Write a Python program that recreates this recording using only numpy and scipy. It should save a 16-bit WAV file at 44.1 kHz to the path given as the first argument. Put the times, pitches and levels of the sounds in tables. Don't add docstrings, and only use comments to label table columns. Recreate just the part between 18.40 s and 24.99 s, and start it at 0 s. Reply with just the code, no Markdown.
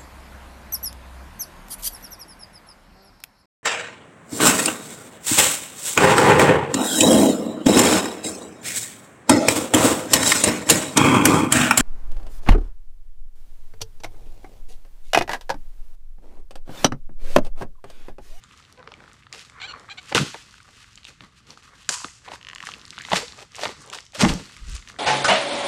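import sys
import numpy as np
from scipy import signal
from scipy.fft import rfft, irfft
from scipy.io import wavfile

SR = 44100
rng = np.random.default_rng(int(sys.argv[2]) if len(sys.argv) > 2 else 0)


def level_to_linear(level):
    exponent = np.asarray(level, float) / 20
    return 10 ** exponent


def persist_wave(psi):
    counts = np.round(np.clip(psi, -1, 1) * 32767).astype(np.int16)
    wavfile.write(sys.argv[1], SR, np.atleast_2d(counts).T)


N = 290486

# (frequency [Hz], level [dB per Hz])
HUM_SPECTRUM = [(20, -14), (50, 2.5), (120, 2), (300, -17.5), (700, -37), (1200, -22.5), (3000, -19.5),
                (7000, -39), (11000, -54.5), (16000, -60)]
# (time [s], rustle level [dB])
HANDLING = [(0, -60), (.3, -60), (.41, -67), (.68, -57), (.9, -66), (1.1, -65), (1.42, -58), (2.08, -62),
            (2.92, -66), (3.04, -66), (3.3, -59), (3.76, -70), (4.35, -54), (4.9, -52), (5.08, -66),
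            (5.4, -53), (5.69, -72), (6.05, -57), (6.55, -59)]
# (peak time [s], time to swell 20 dB [s], crackle level [dB], time to fall 20 dB [s])
TEARS = [(.17, .16, -53, .25), (.93, .006, -41, .2), (.99, .06, -42, .08), (1.71, .16, -41, .06),
         (1.751, .004, -15, .095), (1.88, .11, -40, .33), (2.42, .6, -51, .3), (2.685, .06, -42, .05),
         (2.81, .008, -50, .04), (2.845, .03, -50, .05), (3.072, .01, -50, .1), (3.108, .05, -45, .07),
         (2.985, .07, -54, .07), (3.18, .01, -51, .04), (3.232, .012, -52, .2), (3.415, .12, -48, .08),
         (3.455, .015, -50, .05), (3.494, .003, -24, .03), (3.52, .02, -32, .19), (3.85, .015, -50, .1),
         (3.955, .16, -42, .025), (4.27, .08, -38.5, .11), (4.6, .15, -50, .2), (4.712, .01, -36, .11),
         (4.77, .075, -19, .055), (5.03, .2, -44.5, .03), (5.155, .012, -40, .05), (5.19, .02, -38, .05),
         (5.315, .1, -40, .02), (5.235, .07, -28.5, .07), (5.534, .012, -32, .04), (5.55, .02, -33, .03),
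         (5.6, .3, -47, .03), (5.75, .015, -35, .3), (5.815, .025, -14, .06), (5.895, .05, -22.5, .05),
         (5.97, .11, -43, .4), (6.36, .16, -39, .05), (6.495, .04, -40, .04)]
# (peak time [s], time to swell 20 dB [s], rattle level [dB],
# time to fall 20 dB [s], boom above rattle [dB])
FLEXES = [(.41, .06, -53.5, .4, -3), (.6, .45, -52, .22, -1.5), (.94, .04, -49, .15, -9),
          (1.31, .2, -48, .55, -8), (1.727, .012, -21.5, .012, -12), (1.751, .004, -14.5, .045, -1.5),
          (1.81, .05, -28, .06, 8), (1.948, .008, -32, .025, -16), (2.7, .04, -53, .05, -1.5),
          (2.82, .02, -52, .09, 3), (3.11, .08, -54, .13, 3), (3.34, .06, -53, .06, -3),
          (3.494, .004, -31, .04, -5), (3.647, .006, -40, .04, -3), (2.29, .03, -55, .05, 2),
          (3.93, .06, -35, .04, -13), (4.37, .7, -53, .11, -8), (4.733, .02, -17, .05, -11),
          (4.77, .06, -25, .07, -11), (5.03, .2, -46, .03, -21), (5.238, .06, -32, .02, -26),
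          (5.258, .006, -31, .05, -6), (5.3, .09, -39, .04, -1), (5.54, .17, -42.5, .11, -18),
          (5.845, .04, -9.5, .04, -2.5), (5.9, .05, -29, .11, 9), (6.54, .11, -52, .2, -1.5)]
# (peak time [s], time to swell 20 dB [s], level [dB],
# time to fall 20 dB [s])
RUBS = [(3.885, .05, -41, .03), (1.19, .11, -47, .15), (1.342, .015, -41, .05), (1.49, .012, -40, .012),
        (2.85, .06, -49, .03), (3.335, .05, -52, .04), (5.28, .11, -42, .06)]
# (frequency [Hz], level [dB per Hz])
FIBRE_SPECTRUM = [(1500, -39), (2500, 12), (3200, 6.5), (6000, 1), (8000, -1.5), (10000, -8),
                  (13000, -15.5), (16000, -21)]
# (frequency [Hz], width [Hz], level [dB])
PANEL_MODES = [(450, 80, -7.5), (611, 36, -1), (843, 220, -15)]
# (frequency [Hz], time to fall 60 dB [s])
ROOM_DECAY = [(200, 0.37), (1000, 0.3), (3000, 0.48), (8000, 0.53), (14000, 0.37)]
# (frequency [Hz], level [dB])
ROOM_COLOUR = [(200, -14), (700, -12.5), (1500, 1.5), (4000, -0.5), (9000, 4.5), (14000, -6.5)]
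BAND_EDGES = 22 * 2 ** np.arange(0, 9.8, .5)
# (time [s], peak level [dB], ring [Hz], bright part level [dB])
SNAPS = [(0.038, -33, 3400, -35), (0.539, -32, 2200, -40), (0.927, -30, 2000, -25),
         (1.098, -37.5, 2020, -40), (1.694, -33, 1570, -37), (1.725, -19, 786, -30),
         (1.748, -0.5, 2970, -8), (1.779, -3.5, 1500, -25), (2.141, -37, 1530, -41),
         (2.203, -38, 1470, -53), (2.576, -30.5, 2950, -46), (2.651, -27, 2820, -31.5),
         (2.669, -35, 2500, -41), (3.491, -14, 1500, -5), (3.645, -19, 1400, -34), (3.684, -35, 1690, -46),
         (3.882, -30, 900, -42), (4.27, -23, 1760, -27), (4.289, -24, 1140, -33), (4.732, -5, 800, -13),
         (4.76, -12, 1890, -14), (4.881, -27.5, 3480, -41), (4.989, -32, 735, -39), (5.234, -16, 640, -27),
         (5.5, -33, 2500, -27), (5.529, -26, 1500, -30), (5.5865, -24.5, 2000, -36),
         (5.809, -16.5, 795, -11), (6.166, -35, 2160, -36), (6.475, -31, 1830, -39)]
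# (time [s], peak level [dB], ring [Hz])
POPS = [(0.428, -37.5, 1190), (0.475, -28, 1500), (0.519, -30, 1250), (0.604, -37, 1500),
        (0.639, -39, 1400), (0.678, -39, 1360), (0.868, -35, 1250), (1.339, -33, 1210), (1.489, -36, 1300),
        (1.944, -25, 900), (2.807, -32, 1800), (2.838, -36, 1130), (3.105, -29, 3880), (3.174, -36, 1230),
        (3.918, -25, 891), (4.237, -28, 1150), (4.338, -23, 2770), (4.527, -36, 1630), (4.58, -24.5, 1590),
        (4.587, -25, 2500), (4.609, -28, 1670), (4.65, -24, 2040), (4.718, -12, 1000), (4.686, -30, 1200),
        (4.692, -32, 2200), (4.7205, -15, 900), (4.734, -10, 750), (5.183, -30, 1000), (5.193, -26, 750),
        (5.254, -15, 870), (5.2585, -16, 1100), (5.268, -27, 1700), (5.292, -27, 400), (5.535, -26, 1300),
        (5.734, -38, 810), (5.802, -18, 530), (5.8155, -14, 500), (3.878, -33, 950), (3.887, -31, 950),
        (3.936, -31, 900), (3.945, -34, 1000), (3.958, -34, 1500), (4.533, -36, 1600), (4.6, -31, 1600),
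        (4.623, -33, 1600), (4.637, -34, 1900), (1.771, -9, 1500), (1.702, -34, 2000), (1.676, -38, 2500),
        (5.552, -29, 1000), (5.85, -8.5, 990), (6.425, -37, 2200)]
# (time [s], peak level [dB], centre [Hz])
TICKS = [(.112, -42, 2200), (.132, -43, 3500), (.176, -38, 6000), (.192, -43, 2200), (.2259, -41, 3500),
         (.24, -43, 2500), (.2513, -39, 3500), (.3258, -37.5, 6500), (.376, -42, 2600), (.394, -43, 3000),
         (.49, -42, 3500), (.66, -43, 2000), (.7153, -42, 2500), (.7322, -36, 6300), (.825, -43, 2200),
         (.834, -42, 2600), (.994, -30, 4000), (1.05, -36, 4500), (1.397, -35, 5000), (.935, -29, 3500),
         (.948, -33, 3200), (1.445, -39, 1500), (1.63, -37, 6000), (2.11, -38, 4200), (2.181, -42, 1540),
         (2.23, -40, 6500), (2.289, -42, 1600), (2.4435, -37, 1800), (2.531, -40, 3500),
         (2.5564, -31, 5500), (2.583, -39, 3000), (2.6325, -36, 3200), (2.645, -32, 4000),
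         (2.694, -35, 4000), (3.069, -41, 3800), (3.175, -38, 4500), (3.2255, -41, 2900),
         (3.447, -39, 4000), (3.4935, -9, 6500), (3.495, -12, 5000), (3.51, -16, 6500), (3.518, -20, 6000),
         (6.0563, -34, 5000), (6.0967, -38, 1600), (6.122, -36, 6000), (6.172, -36, 6500),
         (6.18, -37, 2500), (6.2698, -37, 6000), (6.286, -34, 5000), (6.2973, -31, 7000),
         (6.316, -33, 6000), (6.3337, -33, 3400), (6.3516, -28, 6400), (6.38, -32, 2100),
         (6.4873, -30, 5000), (6.5, -33, 1700), (6.518, -38, 5000), (6.5632, -36, 1840),
         (4.089, -30, 4500), (4.15, -26, 6500), (4.2527, -29, 5500), (4.298, -30, 4000), (4.313, -32, 4500),
        (4.345, -34, 3000), (4.384, -40, 8500), (4.3959, -35, 4500), (4.415, -31, 4000), (4.453, -30, 4200),
        (4.464, -37, 6500), (4.4798, -32, 5000), (4.5058, -21.5, 5200), (4.57, -31, 2700),
        (4.6194, -28, 6000), (4.668, -32, 4700), (4.7018, -26, 5500), (4.7055, -28, 4500),
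        (4.708, -26, 2500), (4.728, -18, 3500), (4.547, -36, 3000), (4.563, -35, 4200), (4.587, -27, 5500),
        (4.612, -27, 3300), (4.652, -30, 4500), (4.663, -35, 4200), (4.676, -35, 4200), (5.517, -39, 3500),
        (5.418, -41, 6500), (4.7685, -10, 4000), (4.9226, -27, 3500), (4.9756, -33, 4900),
        (4.9978, -32.5, 3500), (5.0062, -33, 5300), (5.0264, -32, 4000), (5.1196, -35, 4300),
        (5.134, -40, 4000), (5.148, -29, 3000), (5.1555, -25, 6500), (5.1645, -26, 5500),
        (5.212, -24, 5000), (5.2365, -18, 3500), (5.28, -26, 4000), (5.452, -41, 4000), (5.462, -34, 6500),
        (5.476, -34, 5000), (5.548, -26, 4800), (5.575, -30, 5000), (5.6055, -30, 5500), (5.628, -38, 4500),
        (5.653, -39, 6500), (5.6652, -35, 4000), (5.722, -37, 5500), (5.748, -30, 8000), (5.893, -13, 3500),
        (5.9381, -21, 5100), (5.9385, -24, 8500), (6.365, -27, 4500)]
# (time [s], slips per second [Hz], level [dB], unevenness [0-1])
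MOANS = [
    [(.372, 500, -58, .2), (.394, 515, -48, .1), (.404, 500, -48, .1), (.42, 480, -60, .2)],
    [(5.746, 560, -48, .4), (5.753, 580, -40, .3), (5.763, 610, -41, .3), (5.774, 640, -50, .5)],
]
# (frequency [Hz], width [Hz], level [dB])
MOAN_MODES = [(554, 330, -10.5), (1060, 180, -12), (1460, 1000, -17)]
# (time [s], slips per second [Hz], level [dB], unevenness [0-1])
SQUEAKS = [
    [(1.198, 700, -46, .8), (1.218, 710, -38, .7), (1.232, 750, -34, .2), (1.25, 790, -35.5, .1),
     (1.272, 850, -46, .2)],
    [(1.272, 1490, -46, .7), (1.284, 1478, -39, .1), (1.298, 1445, -36, .1), (1.312, 1360, -41, .6),
     (1.328, 1250, -45, .9)],
    [(1.495, 730, -46, .5), (1.505, 779, -40, .1), (1.514, 810, -39, .1), (1.524, 794, -38, .1),
     (1.536, 785, -52, .2)],
    [(1.573, 770, -38, .6), (1.586, 753, -36, .1), (1.595, 737, -40, .1), (1.603, 745, -52, .3)],
]
# (frequency [Hz], width [Hz], level [dB])
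SQUEAK_MODES = [(800, 190, -12.5), (1570, 880, -8.5), (2340, 420, -1.5), (3310, 580, -5.5), (4220, 330, -3),
                (5830, 330, -17.5), (7360, 500, -12.5)]
# (time [s], peak level [dB], frequency [Hz])
THUMPS = [(0.474, -41, 462), (1.748, -12, 471), (1.769, -22, 146), (1.809, -13.5, 150), (2.806, -40, 129),
          (2.81, -48, 280), (3.646, -44, 170), (4.234, -41.5, 170), (4.729, -17.5, 185),
          (4.828, -28.5, 481), (5.232, -22, 610), (5.834, -7.5, 214), (5.855, -7, 195), (5.856, -13, 320),
          (5.878, -18, 200), (5.951, -18.5, 179)]
# (peak time [s], time to swell 20 dB [s], level [dB], time to fall 20 dB [s])
FIZZ = [
    (3.493, .002, -26, .02),
    (3.515, .012, -35, .17),
    (5.42, .05, -52, .03),
    (5.812, .02, -33, .04),
    (6.36, .1, -50, .04),
]
# (time [s], peak level [dB])
CREAK = [(3.508, -36), (3.5174, -37), (3.527, -38), (3.535, -38), (3.5424, -38), (3.549, -38),
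         (3.5564, -36), (3.5674, -40), (3.5753, -39), (3.5874, -47), (3.6027, -38), (3.6167, -38),
         (3.6354, -40)]
# (time [s], peak level [dB])
RATCHET = [(4.0125, -35.5), (4.0286, -34), (4.0487, -30), (4.0692, -27), (4.0862, -26), (4.0994, -27),
           (4.1122, -31), (4.132, -26.5), (4.1595, -24), (4.1828, -28.5), (4.204, -23.5), (4.2271, -24),
           (4.3178, -27)]
# (frequency [Hz], width [Hz], level [dB])
FLUTE_MODES = [(1070, 99, 0), (1830, 250, 1.5), (2880, 460, -1), (5560, 4000, -21)]
# (peak time [s], time to swell 20 dB [s], level [dB], time to fall 20 dB [s])
GUSTS = [
    (4.75, .06, -54, .2),
    (5.85, .05, -29, .11),
    (5.92, .07, -24, .04),
    (6.225, .03, -36, .08),
    (6.29, .06, -29, .1),
    (6.35, .08, -33, .06),
]


def rms_one(x):
    return x / np.sqrt(np.mean(x ** 2) + 1e-20)


def peak_at(x, db):
    return level_to_linear(db) * x / np.max(np.abs(x))


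def add(out, s, piece):
    at = round(s * SR)
    out[at:at + len(piece)] += piece[:N - at]


def in_time(rows):
    s, *columns = np.transpose(rows)
    return [np.interp(np.arange(N) / SR, s, column) for column in columns]


def swells(rows, extra_db=0):
    s, rise, db, fall = np.transpose(rows)[:4, :, None]
    late = np.arange(0, N + 32, 32) / SR - s
    slope = np.maximum(-late / rise, late / fall)
    level = level_to_linear(db + np.reshape(extra_db, (-1, 1)) - 20 * slope)
    total = np.sqrt(np.sum(level ** 2, axis=0))
    return np.interp(np.arange(N) / 32, np.arange(late.shape[1]), total)


def drift(rate):
    knots = rng.standard_normal(int(N / SR * rate) + 2)
    return np.interp(np.arange(N) / SR * rate, np.arange(len(knots)), knots)


def at_hz(points, hz):
    table_hz, value = np.transpose(points)
    return np.interp(np.log(hz), np.log(table_hz), value)


def colour(x, spectrum):
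    hz = np.arange(N // 2 + 1) * SR / N + 1
    return rms_one(irfft(rfft(x) * level_to_linear(at_hz(spectrum, hz)), N))


def band(x, low_hz, high_hz):
    edges = [low_hz, min(high_hz, .45 * SR)]
    return signal.sosfilt(signal.butter(2, edges, "band", fs=SR, output="sos"), x)


def resonate(x, hz, width_hz):
    r = np.exp(-np.pi * width_hz / SR)
    gain = (1 - r * r) / 2
    return signal.lfilter([gain, 0, -gain], [1, -2 * r * np.cos(2 * np.pi * hz / SR), r * r], x)


def modes(x, table, spread_db=0):
    out = 0
    for k, (hz, width_hz, db) in enumerate(table):
        strength = level_to_linear(db + spread_db * rng.standard_normal())
        out = out + (-1) ** k * strength * resonate(x, hz, width_hz)
    return out


def grains(per_s, spread_db, clump_db):
    born = rng.random(N) < per_s * level_to_linear(clump_db * drift(70)) / SR
    size = level_to_linear(spread_db * np.minimum(rng.exponential(1, N), 4))
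    return born * size * rng.choice([-1, 1], N) + 1e-18


def crack(t60):
    t = np.arange(1024) / SR
    burst = rng.standard_normal(1024) * level_to_linear(-60 * t / t60)
    burst[0] = 3.27
    return burst


def room_hum():
    return level_to_linear(-60.5 + drift(9.9)) * colour(rng.standard_normal(N), HUM_SPECTRUM)


def fibre_rip():
    return rms_one(grains(2500, spread_db=4, clump_db=5)) + .55 * rng.standard_normal(N)


def fibre_crackle(rip, hands, tear, flex):
    bright = np.hypot(hands, tear)
    tear_and_hands = np.hypot(level_to_linear(-5) * tear, level_to_linear(.6) * hands)
    dull = np.hypot(tear_and_hands, level_to_linear(-7) * flex + swells(RUBS))
    pops = rms_one(grains(110, spread_db=3, clump_db=5)) * np.sqrt(hands / bright)
    flutes = rms_one(band(rip, 960, 2800)) + .8 * rms_one(resonate(pops, 1163, width_hz=230))
    return bright * colour(rip + .38 * pops, FIBRE_SPECTRUM) + dull * band(flutes, 1040, 2560)


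def panel_rattle(hands, tear, flex):
    level = np.hypot(flex, level_to_linear(-13) * hands + level_to_linear(-22) * tear)
    rattle = grains(1500, spread_db=5, clump_db=3.5)
    return level * rms_one(band(modes(rattle, PANEL_MODES) + .35 * rattle, 300, 1070))


def box_boom(hands):
    boom_above_rattle_db = np.transpose(FLEXES)[-1]
    level = np.hypot(swells(FLEXES, boom_above_rattle_db), level_to_linear(-1.5) * hands)
    return level * rms_one(band(grains(500, spread_db=3.5, clump_db=3), 110, 292))


def storeroom(x):
    t = np.arange(SR) / SR
    white = rng.standard_normal((2, SR))
    tail = np.zeros(SR)
    for k, (low, high) in enumerate(zip(BAND_EDGES[4:], BAND_EDGES[5:])):
        fall_db = 60 * t / at_hz(ROOM_DECAY, low * .87)
        tail += level_to_linear(at_hz(ROOM_COLOUR, low * 1.416) - fall_db) * band(white[k % 2], low, high)
    tail *= 1 - np.exp(-(t / .0027) ** 2)
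    return signal.fftconvolve(x, tail / np.sqrt(np.sum(tail ** 2)))[:N]


def snaps_and_pops():
    out = np.zeros(N)
    pops = [(s, db, hz, db - 22) for s, db, hz in POPS]
    for s, db, hz, bright_db in SNAPS + pops:
        burst = crack(t60=.008)
        note = band(resonate(burst, hz, width_hz=hz / 4), hz * .6, hz * 1.8)
        broad = band(band(burst, 900, 3500), 500, 5000)
        bright = band(band(burst, 3500, 7500), 2500, 10000)
        add(out, s, peak_at(note + .22 * broad, db))
        add(out, s, peak_at(bright, bright_db + .5))
    return out


def ticks():
    out = np.zeros(N)
    for s, db, hz in TICKS:
        tick = band(crack(t60=.0035), hz * .62, hz * 1.45)
        add(out, s, peak_at(band(tick, hz * .4, hz * 1.9), db))
    return out


def squeaks(tables, ringing, top_hz):
    out, t = np.zeros(N), np.arange(N) / SR
    wobble, sizes = drift(400), rng.standard_normal(N)
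    for rows in tables:
        per_s, db, uneven = in_time(rows)
        slip_count = np.floor(np.cumsum(per_s * (1 + .14 * uneven * wobble)) / SR)
        slips = np.diff(slip_count, prepend=0)
        rubbing = slips * level_to_linear(6 * uneven * wobble + 1.5 * sizes) + .05 * sizes
        fade = np.clip(np.minimum(t - rows[0][0], rows[-1][0] - t) / .0037, 0, 1)
        out += fade * level_to_linear(db) * rms_one(band(modes(rubbing, ringing), 400, top_hz))
    return out


def thumps():
    out, t = np.zeros(N), np.arange(SR // 4) / SR
    for s, db, hz in THUMPS:
        level = level_to_linear(db + 1.5 - 60 * t / .069) * (1 - np.exp(-t / .003))
        add(out, s, level * np.sin(2 * np.pi * hz * t))
    return out


def paper_fizz(rip):
    return swells(FIZZ) * rms_one(band(rip, 4300, 9300))


def seam_creak():
    out = np.zeros(N)
    for s, db in CREAK:
        note = resonate(crack(t60=.004), 1020, width_hz=130)
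        add(out, s, peak_at(band(note, 860, 1800), db + 3))
    return out


def staple_ratchet():
    out = np.zeros(N)
    for s, db in RATCHET:
        ring = modes(crack(t60=.0008), FLUTE_MODES, spread_db=2)
        add(out, s, peak_at(band(ring, 800, 7000), db))
        add(out, s + .001, peak_at(band(crack(t60=.012), 1500, 6500), db - 13))
    return out


def gusts():
    return swells(GUSTS) * rms_one(band(rng.standard_normal(N), 27.4, 59))


def scene():
    hands, tear, flex = level_to_linear(in_time(HANDLING)[0]), swells(TEARS), swells(FLEXES)
    rip = fibre_rip()
    box = level_to_linear(-4) * fibre_crackle(rip, hands, tear, flex)
    box += level_to_linear(-5) * panel_rattle(hands, tear, flex) + level_to_linear(-4.5) * box_boom(hands)
    box += snaps_and_pops() + ticks() + thumps()
    box += paper_fizz(rip) + seam_creak() + staple_ratchet()
    rubs = squeaks(MOANS, MOAN_MODES, top_hz=1500) + squeaks(SQUEAKS, SQUEAK_MODES, top_hz=5950)
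    echoes = level_to_linear(-13) * storeroom(box + .5 * rubs)
    return (box + rubs + echoes + gusts() + room_hum())[None]


def band_limit(x):
    return signal.sosfilt(signal.butter(12, 16470, fs=SR, output="sos"), x)


def record(dry):
    mic = signal.sosfilt(signal.butter(2, 12000, fs=SR, output="sos"), dry)
    rounded = .72 * np.tanh(mic / .59)
    top_cut = signal.cheby2(10, 60, 16800, fs=SR, output="sos")
    return band_limit(signal.sosfilt(top_cut, rounded))


dry = scene()
out = record(dry)
persist_wave(out)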